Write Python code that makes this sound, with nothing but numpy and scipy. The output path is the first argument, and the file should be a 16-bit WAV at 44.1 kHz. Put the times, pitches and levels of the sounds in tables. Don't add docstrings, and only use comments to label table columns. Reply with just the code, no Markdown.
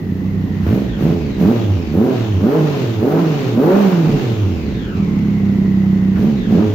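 import sys
import numpy as np
from scipy import signal
from scipy.fft import rfft, irfft
from scipy.io import wavfile
from scipy.ndimage import uniform_filter1d

SR = 44100
rng = np.random.default_rng(int(sys.argv[2]) if len(sys.argv) > 2 else 0)


def wrap_up_sound(samples):
    columns = np.atleast_2d(samples).T
    tamed = np.clip(columns, -1, 1)
    steps = np.round(tamed * 32767).astype(np.int16)
    wavfile.write(sys.argv[1], SR, steps)


N = 297234
TIME = np.arange(N) / SR
MIC_MOVE_S = (5, 5.205)

# start in seconds, climb in seconds, firing rate in Hz at the foot
# and at the top, then boosts in dB for exhaust, intake and clatter.
THROTTLE_BLIPS = [(0.635, 0.17, 32.92, 68.2, 3, 2, 1), (0.980, .140, 50.57, 87, 2, -1, 2),
                  (1.380, .161, 60.87, 119.7, 1.5, 1.5, 2.5), (1.920, .177, 72.07, 130.6, 1, -2, -1.5),
                  (2.408, .188, 91.36, 161, 1, -3.5, .5), (2.995, .218, 103.5, 168.7, 1, -3.5, 0),
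                  (3.553, .247, 114, 202.5, 2, -3, 0), (6.155, 0.13, 35.4, 74.3, 0, -3, 0),
                  (6.483, 0.16, 51.97, 107, 2.5, -4.5, 2.5)]
# time in seconds, firing rate in Hz, beat in dB, clatter boost in dB.
IDLE_SPELLS = [
    [(0.026, 31.27, -16.5, -3.5), (0.2, 30.48, -9, -2.5), (0.3, 33.04, -14, -2), (0.45, 30.33, -9.5, -2),
     (0.635, 32, -10, 1.5)],
    [(4.9525, 42.84, -10, 3), (5.07, 35, -6.5, 2), (5.6, 32.32, -10, 1), (6.155, 31.61, -9.5, 0)],
]
MISFIRE_TIMES = [.18, .468, .565, 5.054, 5.524]
# start in seconds, level in dB.
FUEL_POPS = [(4.071, -9), (4.088, -16.5), (4.133, -11)]
# firing rate in Hz, then base levels in dB for
SHUT_LEVELS = [(32, -26, -53, -43.5, -47.5, -59), (51.6, -30.5, -33.5, -47.5, -45.5, -61.5),
               (69, -25, -31, -44, -43.5, -59), (101, -31.5, -28.5, -40, -42.5, -55.5),
               (127.6, -32.5, -23.5, -35, -36, -51.5), (166, -22, -26, -32.5, -37.5, -51.5),
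               (203, -23.5, -30.5, -25.5, -33.5, -44.5)]
OPEN_LEVELS = [(35, -15.5, -29, -33.5, -44.5, -55), (67, -16, -23.5, -39.5, -42.5, -50.5),
               (112.74, -11.5, -18.5, -33.5, -42.5, -50.5), (149.1, -23, -18.5, -28.5, -41, -44),
               (185, -18, -17.5, -24, -37.5, -43)]
# firing rate in Hz, base level in dB.
TONE_LEVELS = [(35, -42.5), (55, -20), (76, -22), (87, -19), (97, -12), (108, -19), (120, -17), (143, -21),
               (158, -12.5), (200, -10.5)]
# frequency in Hz, width in Hz, gain in dB at the handlebars and at the tail.
PIPE_MODES = [(100.2, 6.2, -8.5, -17), (161.5, 3.3, -17, -32.5), (193.6, 13.4, -3.5, 2),
              (268, 31, -10.5, -16), (315, 17, -25.5, -14.5), (391.3, 8.2, -20, -21)]
# frequency in Hz, width in Hz, gain in dB over the broad sound.
BARK_RESONANCES = [(99, 12, 7), (164.4, 22, 8.5), (202.4, 61, 4), (270, 28, 11), (317, 43, 3),
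                   (422.4, 7.3, 5.5), (413.7, 16, 0), (537, 11, -1), (605, 6.2, -4), (750, 8.5, 6.5)]
# frequency in Hz, half width in Hz, gain in dB.
AIRBOX_MODES = [(444, 140, -7), (584, 20, -3.5)]
# frequency in Hz, reach to either side in Hz, dip in dB.
ROOM_NULLS = [(109.5, 2, -10.5), (131.7, 2.6, -13.5), (183.1, 2.7, -20)]
# frequency in Hz, relative level in dB.
BARK_SPECTRUM = [(30, -39), (60, -22.5), (110, -8), (170, 0), (260, -1.5), (400, -2.5), (550, -10.5),
                 (800, -23), (1300, -32), (2500, -60), (7000, -96.5)]
RASP_SPECTRUM = [(250, -20.5), (480, -4), (750, 1.5), (1050, -3), (1500, -8.5), (2500, -26), (5000, -47),
                 (9000, -68.5)]
VALVE_SPECTRUM = [(700, -15), (1400, -2), (2000, -0.5), (2750, 0.5), (3300, -4), (4300, -6.5), (5200, -11),
                  (6500, -12), (7400, -19.5), (8500, -31.5), (11000, -39.5), (15500, -36)]
HISS_SPECTRUM = [(1500, -22), (4000, -4.5), (6500, -5), (8700, -13.5), (10200, -6), (12000, 0.5),
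                 (15000, 6), (16000, -2.5)]
RUMBLE_SPECTRUM = [(20, -22.5), (40, 2.5), (62, -13), (80, -13), (110, 6.5), (220, 7.5), (380, -2.5),
                   (520, -13), (900, -32.5), (3000, -73)]
# frequency in Hz, gain in dB.
CASE_RESPONSE = [(900, -16.5), (1400, 1), (2000, -5.0), (2600, -7.5), (3400, -4.0), (4500, -12.5),
                 (7000, -17.5), (9000, -46.5)]
# frequency in Hz, gain in dB.
WALL_RESPONSE = [(100, -8.5), (200, -6.0), (350, 2.0), (600, 7.0), (1200, 13.0)]
# frequency in Hz, left minus right in dB.
MIC_BALANCE = [(100, -1.5), (250, -3.5), (500, -0.5), (1000, 0.1), (2000, 1), (4000, 3.5), (8000, 5),
               (12000, 4)]


def idle_exhaust(band_hz=(62, 430)):
    pushes = band_pass(sum(idle_firings(spell) for spell in IDLE_SPELLS), band_hz, order=2)
    at_tail = np.interp(TIME, MIC_MOVE_S, [0, 1])
    return -sum(ring(pushes, hz, width) * undb(front_db + at_tail * (tail_db - front_db))
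                for hz, width, front_db, tail_db in PIPE_MODES)


def idle_firings(spell, misfire_db=-7, scatter_db=.7, jitter_s=.00025):
    hz, beat_db, _ = curves(spell)
    phase = np.cumsum(hz) / SR
    first, last = np.interp([spell[0][0], spell[-1][0]], TIME, phase)
    times = np.interp(np.arange(first, last), phase, TIME)
    timing, strength = rng.standard_normal((64, 2))[:len(times)].T
    missed = np.abs(times[:, None] - MISFIRE_TIMES).min(axis=1) < .5 / np.interp(times, TIME, hz)
    level_db = np.interp(times, TIME, beat_db) + misfire_db * missed + scatter_db * strength
    return kicks(times + jitter_s * timing, undb(level_db))


def revving_exhaust(phase, hz, load, octave_db, bark_db, open_tone_db=-6):
    tone = firing_tone(phase, hz, order=1)
    octave = firing_tone(phase, hz, order=2, slow_hz=(140, 185), slow_db=-4)
    honk = load * sum(undb(db) / (1 + ((3 * hz - f) / w) ** 2) for f, w, db in AIRBOX_MODES)
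    barking = bark(phase, hz, load) * np.sqrt(np.clip(1 - honk ** 2, .1, 1))
    barking += honk * firing_tone(phase, hz, order=3)
    tone_db = at_speed(TONE_LEVELS, hz)[0] + open_tone_db * load
    return undb(tone_db) * tone + undb(octave_db) * octave + undb(bark_db) * barking


def firing_tone(phase, hz, order, slow_hz=(60, 95), slow_db=-8, flutter_db=1.5, wobble=0.47):
    slow = np.interp(order * hz, slow_hz, [1, 0])
    unsteady = 1 + slow
    dips_db = sum(db * np.exp(-((order * hz - f) / w) ** 2) for f, w, db in ROOM_NULLS)
    size = undb(slow * slow_db + dips_db + unsteady * flutter_db * wander(45))
    return np.sqrt(2) * size * np.cos(order * (2 * np.pi * phase + unsteady * wobble * wander(30)))


def bark(phase, hz, load, cylinder_db=(2.5, -3, 0), scatter_db=1.0, gas_db=-8, throat_db=2):
    count = int(phase[-1])
    firings = np.arange(count)
    timing, strength = rng.standard_normal((count, 2)).T
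    stray_cycles = 0.013 + 0.014 * np.interp(firings, phase, 1 - load)
    times = np.interp(firings + stray_cycles * timing, phase, TIME)
    sizes = undb(np.resize(cylinder_db, count) + scatter_db * strength)
    pulses = kicks(times, sizes / sizes.mean()) * SR / hz
    pulses = pulses - 1 - 2 * np.cos(2 * np.pi * phase) - 2 * np.cos(4 * np.pi * phase)
    gas = unit(rng.standard_normal(N) * bursts(phase, decay_cycles=0.33, depth=1.3))
    flow = colour(unit(pulses * np.sqrt(hz)) + undb(gas_db) * gas, BARK_SPECTRUM)
    flow = flow + load * undb(throat_db) * resonance(flow, 650, 370)
    sound = flow + sum(undb(db) * resonance(flow, f, w) for f, w, db in BARK_RESONANCES)
    slow = np.interp(hz, [70, 135], [1, 0])
    sound += slow * undb(np.interp(TIME, MIC_MOVE_S, [16, 22])) * steep_resonance(flow, 207, 65)
    midrange = band_pass(sound, (280, 600), order=3)
    return sound / np.sqrt(uniform_filter1d(midrange ** 2, size=1800) + 1e-12)


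def engine_speed(climb_skew=.737, last_s=6.74, last_hz=100):
    hz, revving = curves(np.vstack(IDLE_SPELLS))[0], np.zeros(N)
    catches = [(start, low_hz) for start, _, low_hz, *_ in THROTTLE_BLIPS]
    catches += [tuple(spell[0][:2]) for spell in IDLE_SPELLS] + [(last_s, last_hz)]
    for start, climb_s, low_hz, top_hz, *_ in THROTTLE_BLIPS:
        end, end_hz = min(catch for catch in catches if catch[0] > start)
        progress = np.clip((TIME - start) / climb_s, 0, 1)
        climb = np.sin(np.pi / 2 * progress ** climb_skew) ** 2
        coast = friction(TIME - start - climb_s) / friction(end - start - climb_s)
        active = (TIME >= start) & ((TIME < end) | (end == last_s))
        hz = np.where(active, low_hz + (top_hz - low_hz) * climb + (end_hz - top_hz) * coast, hz)
        revving[active] = 1
    return hz, uniform_filter1d(revving, size=900)


def friction(since_top_s, coast_s=1.35, onset_s=.013):
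    elapsed = np.maximum(since_top_s, 0)
    braking_s = elapsed - onset_s * (1 - np.exp(-elapsed / onset_s))
    return 1 - np.exp(-braking_s / coast_s)


def throttle(lead_s=0.016, attack_s=0.05, hold_share=0.71, release_s=0.14, gulp_db=3, gulp_s=.18):
    controls = np.zeros((4, N))
    for start, climb_s, _, _, *boosts_db in THROTTLE_BLIPS:
        age = TIME - start
        attack = (age + lead_s) / attack_s
        release = 1 - (age - hold_share * climb_s) / release_s
        opening = np.clip(np.minimum(attack, release), 0, 1)
        controls += np.outer([1, *boosts_db], opening)
        controls[2] += gulp_db * opening * (2 * np.exp(-(age / gulp_s) ** 2) - 1)
    return controls


def silencer_pops(decay_s=0.021):
    envelope = sum(undb(db) * decay(start, decay_s) for start, db in FUEL_POPS)
    gas = rng.standard_normal(N)
    return colour(envelope * gas, RUMBLE_SPECTRUM) / np.std(colour(gas, RUMBLE_SPECTRUM))


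def gas_rasp(phase):
    envelope = bursts(phase, decay_cycles=0.7, depth=0.75) * undb(1.6 * wander(130))
    return diffuse(RASP_SPECTRUM, envelope, alike=0.18)


def valve_clatter(phase):
    envelope = bursts(2 * phase, decay_cycles=0.052, depth=0.45) * undb(0.96 * wander(260))
    return diffuse(VALVE_SPECTRUM, envelope, alike=0.065)


def intake_hiss(phase):
    envelope = bursts(phase, decay_cycles=.4, depth=.35) * undb(.8 * wander(300))
    return diffuse(HISS_SPECTRUM, envelope, alike=.02)


def gear_whine(phase, hz, load, teeth_per_firing=46 / 1.5, rattles_per_firing=12, loaded_db=-13):
    whine = 0
    knots = np.arange(N // 10)
    for multiple, db in [(1, -37.5), (2, -38.0)]:
        order = multiple * teeth_per_firing
        knocks = rng.standard_normal((2, len(knots))) + 1j * rng.standard_normal((2, len(knots)))
        rattle = np.array([np.interp(phase * rattles_per_firing, knots, side) for side in knocks])
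        case_db = np.interp(order * hz, *np.transpose(CASE_RESPONSE))
        meshing = np.real(rattle * np.exp(2j * np.pi * order * phase))
        whine = whine + undb(db + loaded_db * load + case_db) * meshing
    return whine


def intake_snort(phase, hz, load, intake_db, base_db=-43, db_per_octave=-7):
    air = rng.standard_normal((2, N)) * bursts(phase, decay_cycles=.3, depth=1.2)
    level_db = base_db + intake_db + db_per_octave * np.log2(np.maximum(hz / 60, 1))
    return load * undb(level_db) * unit(steep_resonance(air, hz=1650, width_hz=1200))


def throttle_clack(start_s=6.157, level_db=-30, centre_hz=1500, width_hz=700, decay_s=0.02):
    knock = rng.standard_normal((2, N)) * decay(start_s, decay_s)
    return undb(level_db) * np.sqrt(SR / width_hz / 2) * steep_resonance(knock, centre_hz, width_hz)


def garage(sound, t60_s=1.0, wet_db=-9):
    t = TIME[:SR // 2]
    echoes = rng.standard_normal((2, len(t))) * undb(-60 * t / t60_s) * (t > .004)
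    echoes /= np.sqrt(np.sum(echoes ** 2, axis=1, keepdims=True))
    send = colour(sound, WALL_RESPONSE)
    return sound + undb(wet_db) * signal.fftconvolve(send[None], echoes, axes=-1)[:, :N]


def low_rumble(hz, level_db=-26.5):
    envelope = undb(2 * wander(6.5) + np.interp(hz, [60, 130], [0, -7]))
    return undb(level_db) * diffuse(RUMBLE_SPECTRUM, envelope, alike=0.91)


def diffuse(spectrum, envelope, alike):
    noise = np.sqrt(alike) * rng.standard_normal(N) + np.sqrt(1 - alike) * rng.standard_normal((2, N))
    sound = colour(noise * envelope, spectrum)
    return sound / np.sqrt(np.mean(sound.mean(axis=0) ** 2))


def colour(x, points, size=4096):
    hz, db = np.transpose(points)
    log_gain = np.log(undb(np.interp(np.log(np.fft.rfftfreq(size, 1 / SR) + 1), np.log(hz), db)))
    cepstrum = irfft(log_gain)[:size // 2]
    cepstrum[1:] *= 2
    response = irfft(np.exp(rfft(cepstrum, size)))
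    return signal.fftconvolve(np.atleast_2d(x), response[None], axes=-1)[:, :N].reshape(np.shape(x))


def ring(x, hz, width_hz):
    r, w = np.exp(-np.pi * width_hz / SR), 2 * np.pi * hz / SR
    return signal.lfilter([0, r * np.sin(w)], [1, -2 * r * np.cos(w), r * r], x + 1e-18)


def resonance(x, hz, width_hz):
    return signal.lfilter(*signal.iirpeak(hz, hz / width_hz, SR), x)


def steep_resonance(x, hz, width_hz):
    return resonance(resonance(x, hz, width_hz), hz, width_hz)


def band_pass(x, band_hz, order):
    return signal.sosfiltfilt(signal.butter(order, band_hz, "band", fs=SR, output="sos"), x)


def kicks(times, sizes):
    at = np.clip(np.asarray(times) * SR, 0, N - 2)
    i = at.astype(int)
    return np.bincount(i, sizes * (1 - at + i), N) + np.bincount(i + 1, sizes * (at - i), N)


def bursts(phase, decay_cycles, depth):
    return 1 + depth * np.exp(-(phase % 1) / decay_cycles)


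def decay(start_s, decay_s):
    return (TIME > start_s) * np.exp(-np.abs(TIME - start_s) / decay_s)


def wander(rate_hz):
    knots = rng.standard_normal(4096)
    return 1.12 * np.interp(TIME * rate_hz, np.arange(len(knots)), knots)


def curves(table):
    times, *columns = np.transpose(table)
    return [np.interp(TIME, times, column) for column in columns]


def at_speed(table, hz):
    rates, *columns = np.transpose(table)
    return np.array([np.interp(hz, rates, column) for column in columns])


def undb(db):
    return 10 ** (np.asarray(db) / 20)


def unit(x):
    return x / np.sqrt(np.mean(x ** 2))


def scene(idle_echo_db=-13):
    hz, revving = engine_speed()
    phase = np.cumsum(hz) / SR
    load, exhaust_db, intake_db, bite_db = throttle()
    levels_db = (1 - load) * at_speed(SHUT_LEVELS, hz) + load * at_speed(OPEN_LEVELS, hz)
    octave_db, bark_db, rasp_db, valve_db, hiss_db = levels_db
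    clatter_db = bite_db + (1 - revving) * curves(np.vstack(IDLE_SPELLS))[2]
    exhaust = revving * revving_exhaust(phase, hz, load, octave_db + exhaust_db, bark_db + exhaust_db)
    exhaust += silencer_pops()
    engine = undb(rasp_db + clatter_db) * gas_rasp(phase)
    engine += undb(valve_db + clatter_db) * valve_clatter(phase)
    engine += undb(hiss_db + intake_db) * intake_hiss(phase)
    engine += undb(clatter_db) * gear_whine(phase, hz, load)
    engine += intake_snort(phase, hz, load, intake_db) + throttle_clack()
    beats = idle_exhaust()
    rumble = low_rumble(hz)
    echo_share = undb(idle_echo_db)
    at_mic = garage(exhaust + echo_share * beats) + (1 - echo_share) * beats + engine + rumble
    return np.array([colour(channel, [(f, side * db / 2) for f, db in MIC_BALANCE])
                     for channel, side in zip(at_mic, (1, -1))])


def record(dry, ceiling=0.79, top_hz=15800):
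    rounded = dry / (1 + (dry / ceiling) ** 6) ** (1 / 6)
    return signal.sosfilt(signal.ellip(10, .2, 80, top_hz, fs=SR, output="sos"), rounded)


dry = scene()
out = record(dry)
wrap_up_sound(out)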